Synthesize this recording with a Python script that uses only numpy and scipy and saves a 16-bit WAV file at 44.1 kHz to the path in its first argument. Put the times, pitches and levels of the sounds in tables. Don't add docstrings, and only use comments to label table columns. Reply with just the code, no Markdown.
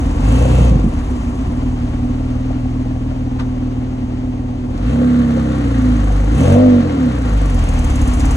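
import sys
import numpy as np
from scipy import signal
from scipy.fft import rfft, irfft
from scipy.io import wavfile
from scipy.ndimage import uniform_filter1d, minimum_filter1d

SR = 44100
rng = np.random.default_rng(int(sys.argv[2]) if len(sys.argv) > 2 else 0)


def transcribe(signal):
    frames = np.atleast_2d(signal).T
    limited = np.clip(frames, -1, 1)
    pcm = np.round(limited * 32767).astype(np.int16)
    wavfile.write(sys.argv[1], SR, pcm)


N = 368676
T = np.arange(N) / SR
HZ = np.fft.rfftfreq(N, 1 / SR)
IDLE_RPM = 857

# time_s, nearness (0 at the nose, 1 beside the rear wheel and the engine)
WALK = [(0, 0.59), (.9, 0.43), (1.6, 0.28), (3, 0.096), (4.65, 0.0052), (5.1, 0.57), (6.2, 0.66),
        (7.1, 0.6), (7.7, 0.85), (8.36, 1)]
# pitch_hz, width_hz, lift_db
COVER_MODES = [(1110, 22, 6), (1381, 32, 5), (1874, 90, 2), (2130, 54, 2.5), (2790, 94, 2.5), (3090, 35, 6),
               (5670, 23, 4), (6100, 73, 10), (6200, 37, 4.5), (6460, 65, 9.5), (6700, 56, 8),
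               (6860, 70, 7), (7510, 180, 3), (8910, 97, 1.5), (10290, 360, 5.5)]


def amp(db):
    return 10 ** (np.asarray(db) / 20)


def curve(rows):
    return np.interp(T, *np.transpose(rows))


def read(points, hz):
    table_hz, value = np.transpose(points)
    return np.interp(np.log(hz + 1), np.log(table_hz + 1), value)


def response(points, hz):
    skirts = (1 + (points[0][0] / (hz + 1)) ** 4) * (1 + (hz / points[-1][0]) ** 4)
    return amp(read(points, hz)) / skirts


def coloured(points, modes=()):
    lift_db = sum(db / (1 + (2 * (HZ - hz) / width) ** 2) for hz, width, db in modes)
    return irfft(rfft(rng.standard_normal((2, N))) * response(points, HZ) * amp(lift_db), N)


def ring(x, points, size=16384):
    log_gain = np.log(response(points, abs(np.fft.fftfreq(size, 1 / SR))) + 1e-5)
    taps = np.fft.ifft(np.exp(np.conj(signal.hilbert(log_gain)))).real
    return signal.oaconvolve(x, taps[:size // 2])[:N]


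def resonate(x, strength, hz, width_hz):
    return x + strength * irfft(rfft(x) / (1 + (2 * (HZ - hz) / width_hz) ** 2), N)


def drift(hz):
    x = irfft(rfft(rng.standard_normal(N)) * np.exp(-(HZ / hz) ** 2), N)
    return x / x.std()


def steadied(pair, size=6000):
    power = uniform_filter1d(uniform_filter1d(pair.mean(0) ** 2, size), size)
    return pair / np.sqrt(abs(power) + 1e-20)


def unit_rms(pair):
    return pair / pair.mean(0).std()


def blend(a, b, share):
    share = np.clip(share, 0, 1)
    return np.sqrt(1 - share) * a + np.sqrt(share) * b


def stereo(direct, diffuse):
    # frequency_hz, phase_rad
    lead = [(30, -0.04), (70, -0.12), (130, -0.26), (290, 0.48), (520, 1.45), (1200, 2.4), (1650, 6.5),
            (2600, 9), (3400, 10.5), (4130, 11.5), (5000, 9.5), (5900, 12.5), (7500, 12), (11200, 9.5)]
    # frequency_hz, likeness (0-1)
    likeness = [(60, 1), (300, 0.99), (520, 0.87), (1200, 0.28), (2500, 0.56), (5000, 0.64), (6800, 1),
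                (9000, 0.82), (11500, 1)]
    # frequency_hz, balance_db
    balance = [(80, 0), (125, -0.6), (250, -1.4), (380, 0.6), (600, 6), (1200, 4.7), (2400, 1), (6000, 0)]
    same = np.clip(read(likeness, HZ), 0, 1)
    lean = amp(read(balance, HZ) / 2)
    left = rfft(direct)
    right = same * left * np.exp(-1j * read(lead, HZ)) + np.sqrt(1 - same ** 2) * rfft(diffuse)
    return irfft(np.array([left * lean, right / lean]), N)


def loudness(controls, idle_db, load_db, octave_db, near_db, lag_s=0):
    load, octaves, near = controls
    late_load = np.interp(T - lag_s, T, load)
    return amp(idle_db + load_db * late_load + octave_db * octaves + near_db * near)


def crank_speed(ease_s=0.042):
    # time_s, speed_rpm
    revs = [(0, 735), (0.15, 800), (0.3, 1118), (0.46, 1268), (0.65, 1215), (0.8, 935), (1.0, 715),
            (1.22, 612), (1.58, 786), (1.85, 745), (2.25, 787), (3.1, 791), (4.68, 768), (4.79, 930),
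            (4.93, 1350), (5.01, 1413), (5.54, 1303), (5.7, 1183), (6.15, 965), (6.3, 1070), (6.48, 1820),
            (6.61, 2055), (6.79, 1890), (6.93, 1570), (7.27, 1050), (7.7, 796), (8.03, 652), (8.36, 722)]
    return uniform_filter1d(curve(revs), round(ease_s * SR))


def throttle(release_s=0.053):
    # start_s, ramp_s, release_at_s, opening (0-1)
    blips = [(0.175, 0.14, 0.66, 0.86), (4.808, 0.085, 4.94, 0.47), (6.311, 0.091, 6.54, 0.94)]
    return sum(opening * np.clip((T - start) / ramp, 0, 1) * np.exp(-np.maximum(T - end, 0) / release_s)
               for start, ramp, end, opening in blips)


def pipes(rpm, firings, jitter=0.052, turbulence=0.11, rebound=0.92, near_bank=0.37):
    # time_s, scatter (0-1)
    roughness = [(0, 0.44), (.7, 0.35), (1.2, 0.27), (1.7, 0.16), (4.6, 0.19), (5, 0.18), (8.36, 0.19)]
    cylinders = [-0.8, 1.4, -1.5, 1.2, -2, 0.06]
    # frequency_hz, gain_db
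    uneven_colour = [(35, -9), (52, -7), (70, -2), (95, -7), (125, -7.5), (215, -5), (240, -2), (258, -5),
                     (285, -1), (320, 1), (600, -4)]
    # frequency_hz, gain_db
    shared_colour = [(22, -40), (36, 1), (50, 10), (68, 1), (82, 0.5), (100, 2), (120, 1), (142, -0.5),
                     (165, -12), (205, -9), (248, -4), (290, -7), (335, -20.5), (410, -32), (500, -8),
                     (550, -19.5), (605, -21), (900, -39.5)]
    # frequency_hz, gain_db
    difference_colour = [(25, -45), (52, -1), (75, -9.5), (141, -4.5), (152, -15), (167, -4), (205, -10),
                         (225, -3), (239, 6), (253, 8.5), (274, 0.5), (296, -5.5), (325, -20.5), (355, -14),
                         (400, -39.5), (460, -21), (520, -15.5), (560, -29.5), (900, -38.5)]
    rough = curve(roughness) * (IDLE_RPM / rpm) ** 0.55
    at = np.flatnonzero(np.diff(np.floor(firings))) + 1
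    order = np.floor(firings[at]).astype(int)
    strength, lateness = rng.standard_normal((len(at), 2)).T
    strength = (strength - rebound * np.roll(strength, 1)) / np.hypot(1, rebound)
    side = (-1.) ** order * (1 + near_bank * curve(WALK)[at] ** 2)
    size = amp(np.take(cylinders, order % len(cylinders))) * np.array([np.ones(len(at)), side])
    late = jitter * rough[at] * lateness / np.gradient(firings)[at]
    jittered_at = np.clip(at + np.round(late).astype(int), 0, N - 1)
    even = np.zeros((2, N))
    even[:, at] = size
    uneven = turbulence * rough * np.exp(-(firings % 1)) * rng.standard_normal((2, N))
    uneven[:, jittered_at] += size * (1 + rough[at] * strength)
    shared, difference = even + irfft(rfft(uneven - even) * amp(read(uneven_colour, HZ)), N)
    return ring(shared, shared_colour) + ring(difference, difference_colour)


def silencer(x, chambers=((85, 45), (262, 55), (540, 70))):
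    lag = sum(2 * np.arctan(2 * (HZ - hz) / width) for hz, width in chambers)
    return irfft(rfft(x) * np.exp(-1j * lag), N)


def exhaust_note(rpm, firings, controls, echo_s=0.021, crossovers_hz=(90, 200, 400)):
    # time_s, gain_db
    boom_ride = [(0, 1.5), (.25, 1), (.33, 0.5), (.45, 2), (.68, 5), (.9, 0.5), (1.3, 0), (1.7, 2.5),
                 (4.65, -1), (4.86, 2.5), (5.1, 0.5), (6.2, 2.1), (6.55, -1), (7.3, 1), (8.36, 1.5)]
    # time_s, gain_db
    drone_ride = [(0, -1), (.4, -4), (1.15, 0), (1.6, 2.5), (4.6, 0), (4.87, -1), (5.0, 3.5), (5.4, 2.5),
                  (5.9, 2), (6.2, -6.5), (6.6, 0), (7.05, 1.5), (7.2, -3.5), (7.5, -6), (8.2, -1.5)]
    # time_s, strength
    nose_gap = [(1.2, 0), (1.7, 1.5), (2.8, 2.5), (4.5, 1.26), (5, 0.5), (6.1, 1), (6.35, 0)]
    # time_s, strength
    flank = [(0, 0), (1.2, 0), (4.6, 0.12), (5.6, 0.1), (6.1, 0.49), (6.6, 1.25), (7.1, 0), (7.6, 0.63),
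             (8.3, 0.9)]
    pulses = silencer(pipes(rpm, firings))
    echo = np.interp(T - echo_s, T, pulses)
    spectrum = rfft(stereo(pulses, echo))
    lowpasses = [1 / (1 + (HZ / hz) ** 14) for hz in crossovers_hz]
    bands = np.diff([0 * HZ, *lowpasses, 1 + 0 * HZ], axis=0)
    boom, growl, drone, overtones = (unit_rms(irfft(spectrum * band, N)) for band in bands)
    growl = resonate(growl, curve(nose_gap), hz=115.2, width_hz=11.7)
    drone = resonate(drone, curve(flank), hz=300, width_hz=33)
    boom *= loudness(controls, idle_db=-25, load_db=9, octave_db=-7, near_db=11.5)
    growl *= loudness(controls, idle_db=-29, load_db=8.5, octave_db=2.3, near_db=7)
    drone *= loudness(controls, idle_db=-22.5, load_db=0.5, octave_db=3, near_db=2.5)
    overtones *= loudness(controls, idle_db=-43.5, load_db=9, octave_db=8, near_db=4, lag_s=0.1)
    return boom * amp(curve(boom_ride)) + growl + drone * amp(curve(drone_ride)) + overtones


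def rasp(rpm, firings, controls, puff=0.14, hollow_rpm=1100):
    # frequency_hz, gain_db
    colour = [(250, -2), (400, -3.5), (510, -3.5), (640, -4), (780, -6), (950, -10), (1500, -26.5)]
    # pitch_hz, width_hz, lift_db
    pipe_modes = [(451, 39, 4), (491, 27, 6), (532, 36, 8.5), (610, 41, -2)]
    hiss = steadied(stereo(*coloured(colour)))
    hollow = steadied(stereo(*coloured(colour, pipe_modes)))
    gas = blend(hiss, hollow, (rpm - IDLE_RPM) / (hollow_rpm - IDLE_RPM))
    gas *= 1 + puff * np.cos(np.pi * firings)
    return gas * loudness(controls, idle_db=-40, load_db=8, octave_db=3, near_db=8, lag_s=0.035)


def burble(firings, puff=0.47):
    # frequency_hz, gain_db
    colour = [(225, -12), (255, -7), (295, -0.5), (320, -14), (370, -30)]
    # pitch_hz, width_hz, lift_db
    modes = [(240, 11, 1.8), (291.5, 30, 6)]
    # time_s, level_db
    ride = [(0, -31), (0.3, -28), (0.9, -32), (1.3, -32), (1.7, -38), (4.6, -39), (5, -33), (5.6, -32),
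            (6.1, -30), (6.4, -28), (6.6, -32), (7.2, -30), (7.6, -34), (8.36, -33)]
    gas = steadied(stereo(*coloured(colour, modes)))
    return gas * (1 + puff * np.cos(np.pi * firings)) * amp(curve(ride))


def bay_rush(firings, controls, throb=0.062, flutter=0.095, chatter=0.23):
    # frequency_hz, gain_db
    air_colour = [(400, -28.5), (750, 6.5), (950, -2), (1150, 1), (1550, -6.5), (2000, -6.5), (2700, -6),
                  (4100, -15), (5000, -13.5), (6500, -24.5), (10000, -43.5), (16000, -40)]
    # frequency_hz, gain_db
    rattle_colour = [(500, -28.5), (900, -11.5), (1150, 5), (1500, 0.5), (2100, -4.5), (2400, -8),
                     (4100, -11.5), (5000, -19), (7000, -28), (16000, -44.5)]
    # time_s, share (0-1)
    rattle_share = [(0, 0.08), (4.7, 0.1), (5, 0.84), (6.4, 0.4), (6.7, 0.4), (7.15, 0.7), (7.6, 0),
                    (8.36, 0.15)]
    air = steadied(stereo(*coloured(air_colour, COVER_MODES)))
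    rattle = steadied(stereo(*coloured(rattle_colour, COVER_MODES)))
    rattle *= 1 + chatter * np.cos(2 * np.pi * firings)
    rush = blend(air, rattle, curve(rattle_share))
    rush *= 1 + throb * np.cos(np.pi * firings) + flutter * drift(21)
    return rush * loudness(controls, idle_db=-45.5, load_db=4, octave_db=2, near_db=13)


def bay_ticks(firings, controls, offset=0.068, rise=0.03, fade=0.17, grain=0.35):
    # frequency_hz, gain_db
    colour = [(3000, -17), (5500, -12), (6200, -4.5), (7500, -4), (10000, -4), (12000, -8.5), (15500, -2)]
    age = (firings / 2 - offset) % 1
    tick = (1 - np.exp(-age / rise)) * np.exp(-(age / fade) ** 2)
    tick = tick / tick.max() * (1 + grain * drift(400))
    depth = np.interp(curve(WALK), [0, 1], [0.1, 0.76])
    ticking = coloured(colour, COVER_MODES) * (1 - depth + depth * tick)
    gain = loudness(controls, idle_db=-62, load_db=12.5, octave_db=-4, near_db=20.5)
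    return steadied(stereo(*ticking)) * gain


def whirr():
    # frequency_hz, gain_db
    colour = [(620, -9), (950, 0.5), (1150, -3), (1300, -13)]
    # pitch_hz, width_hz, lift_db
    modes = [(740, 30, 7.8), (1030, 30, 5), (1142, 24, 7)]
    # time_s, level_db
    ride = [(0, -43), (0.45, -39.5), (0.9, -43.5), (1.5, -44.5), (2.1, -56)]
    return unit_rms(stereo(*coloured(colour, modes))) * amp(curve(ride))


def fan(waver=0.00401):
    # pitch_hz, level_db
    partials = [(371.5, -45.5), (743, -60.5)]
    # time_s, gain_db
    ride = [(0, 1.5), (1.2, 5), (2.1, 2.5), (2.5, -3), (3.15, -4), (3.4, 5), (4.6, 3.5), (5.6, -10),
            (6.3, -3)]
    clock = np.cumsum(1 + waver * drift(6)) / SR
    tone = sum(amp(db) * np.sqrt(2) * np.sin(2 * np.pi * hz * clock) for hz, db in partials)
    tone *= amp(curve(ride))
    return stereo(tone, tone)


def lot_hum(pitch_hz=86, level_db=-34.0, waver=0.0058):
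    clock = np.cumsum(1 + waver * drift(1.94)) / SR
    tone = amp(level_db) * np.sqrt(2) * np.sin(2 * np.pi * pitch_hz * clock)
    return stereo(tone, tone)


def intake(load, level_db=-42):
    # frequency_hz, gain_db
    colour = [(2200, -3), (2700, -1.5), (3300, -3.5), (4200, -6)]
    # pitch_hz, width_hz, lift_db
    modes = [(2470, 80, 6), (2660, 130, 13), (3050, 65, 8), (3240, 80, 9)]
    return amp(level_db) * load * unit_rms(stereo(*coloured(colour, modes)))


def grit_clicks(fade_s=0.0071):
    # start_s, level_db
    snaps = [(0.258, -35), (0.694, -28), (1.204, -43), (4.777, -35), (8.079, -32), (8.204, -21)]
    # frequency_hz, gain_db
    colour = [(1200, -4), (3000, 0), (7000, -4), (11000, -6), (15000, -12)]
    envelope = sum(amp(db) * (T >= start) * np.exp(-abs(T - start) / fade_s) for start, db in snaps)
    grit = stereo(*coloured(colour))
    return envelope * grit / (2 * grit.std())


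def bark(firings, controls, flutter=0.22, jitter=0.006):
    # multiple of the firing rate, level_db
    partials = [(4.5, -11.5), (5, -0.5), (5.5, -12), (6, 1.5), (6.5, -13.5), (7, -9.5), (7.5, -14)]
    phase = 2 * np.pi * (firings + jitter * drift(60))
    tones = sum(amp(db) * (1 + flutter * drift(45)) * np.cos(multiple * phase)
                for multiple, db in partials)
    gain = loudness(controls, idle_db=-66.5, load_db=13, octave_db=27.5, near_db=-2, lag_s=0.12)
    return unit_rms(stereo(tones, tones)) * gain


def spits(rise_s=0.005, fade_s=0.01, ragged_rad=0.56):
    # peak_s, level_db, pitch_hz
    hits = [(0.452, -22, 697), (0.59, -21, 470), (5.018, -16.5, 519), (5.11, -23, 472), (5.375, -18.5, 520),
            (5.48, -21.5, 510), (5.66, -23, 472), (6.105, -23.5, 710), (6.415, -16, 550), (6.447, -16, 545),
            (6.482, -13, 582), (6.517, -15, 530), (6.558, -16.5, 635), (6.865, -17, 507)]
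    ragged = ragged_rad * drift(150)
    out = np.zeros(N)
    for peak_s, db, hz in hits:
        age = T - peak_s
        envelope = np.exp(-np.maximum(-age / rise_s, age / fade_s))
        out += amp(db) * envelope * np.sin(2 * np.pi * hz * age + ragged)
    return stereo(out, out)


def pops(fade_s=0.018, rise_cycles=0.5, gas=0.48):
    # start_s, level_db, pitch_hz
    hits = [(0.584, -10.5, 125), (0.605, -6.5, 140), (0.713, -4, 165), (0.756, -2.5, 134),
            (0.84, -5.5, 166), (0.859, -7, 174.5), (1.114, -11.5, 67.5), (1.475, -12.5, 80)]
    # frequency_hz, gain_db
    colour = ((70, -4), (180, 0), (280, -3), (380, -7), (500, -24), (1200, -42))
    out = np.zeros(N)
    for start, db, hz in hits:
        age = np.maximum(T - start, 0)
        swell = age * hz / rise_cycles
        thump = -np.sin(2 * np.pi * hz * age) * swell * np.exp(1 - swell)
        burst = ring((T >= start) * np.exp(-age / fade_s) * rng.standard_normal(N), colour)
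        pop = thump + gas * burst / abs(burst).max()
        out += amp(db) * pop / abs(pop).max()
    return stereo(out, out)


def knocking(firings, rise=0.06, fade=0.25, scatter_db=4):
    # frequency_hz, gain_db
    colour = [(540, -5), (680, 0), (820, -4), (1000, -14)]
    # time_s, level_db
    ride = [(1, -60), (1.7, -48), (3.2, -47), (4.4, -58)]
    age = firings / 2 % 1
    blows = (1 - np.exp(-age / rise)) * np.exp(-age / fade) * amp(scatter_db * drift(14))
    return unit_rms(stereo(*coloured(colour) * blows)) * amp(curve(ride))


def scuff(peak_s=3.397, level_db=-27.5, rise_s=0.006, fade_s=0.021, grain_db=1.5):
    # frequency_hz, gain_db
    colour = [(500, -12), (900, 5), (1300, 1.5), (1800, -4), (2400, -7), (4000, -12.5), (8000, -25),
              (15000, -35)]
    grit = stereo(*coloured(colour)) * amp(grain_db * drift(400))
    age = T - peak_s
    envelope = np.exp(-np.maximum(-age / rise_s, age / fade_s))
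    return amp(level_db) * envelope * grit / grit.std()


def exhaust_dip(at_s=6.822, width_s=0.0049):
    return 1 - np.exp(-((T - at_s) / width_s) ** 2)


def whine(near, width_hz=55, heard_from=0.8):
    # pitch_hz, level_db
    partials = [(2820, -47), (6030, -50)]
    tones = np.zeros(N)
    for hz, db in partials:
        phase = 2 * np.pi * hz * T
        tones += amp(db) * (drift(width_hz) * np.cos(phase) + drift(width_hz) * np.sin(phase))
    tones *= np.interp(near, [heard_from, 1], [0, 1]) ** 2
    return stereo(tones, tones)


def scene():
    rpm, near, load = crank_speed(), curve(WALK), throttle()
    firings = np.cumsum(rpm * 3 / 60) / SR + 0.015 * drift(4)
    controls = load, np.log2(rpm / IDLE_RPM), near
    exhaust = exhaust_note(rpm, firings, controls) + rasp(rpm, firings, controls)
    exhaust += bark(firings, controls) + burble(firings)
    tailpipes = exhaust * exhaust_dip() + pops() + spits()
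    engine_bay = bay_rush(firings, controls) + bay_ticks(firings, controls) + knocking(firings)
    engine_bay += intake(load) + whine(near) + whirr() + fan()
    return tailpipes + engine_bay + lot_hum() + scuff() + grit_clicks()


def record(dry, window=200, cutoff_hz=15850):
    peak_gain = 1 / np.maximum(abs(dry).max(0), 1)
    limited = dry * uniform_filter1d(minimum_filter1d(peak_gain, window), window)
    lowpass = signal.firwin(511, cutoff_hz, window=("kaiser", 9), fs=SR)
    return signal.oaconvolve(limited, lowpass[None], "same")


dry = scene()
out = record(dry)
transcribe(out)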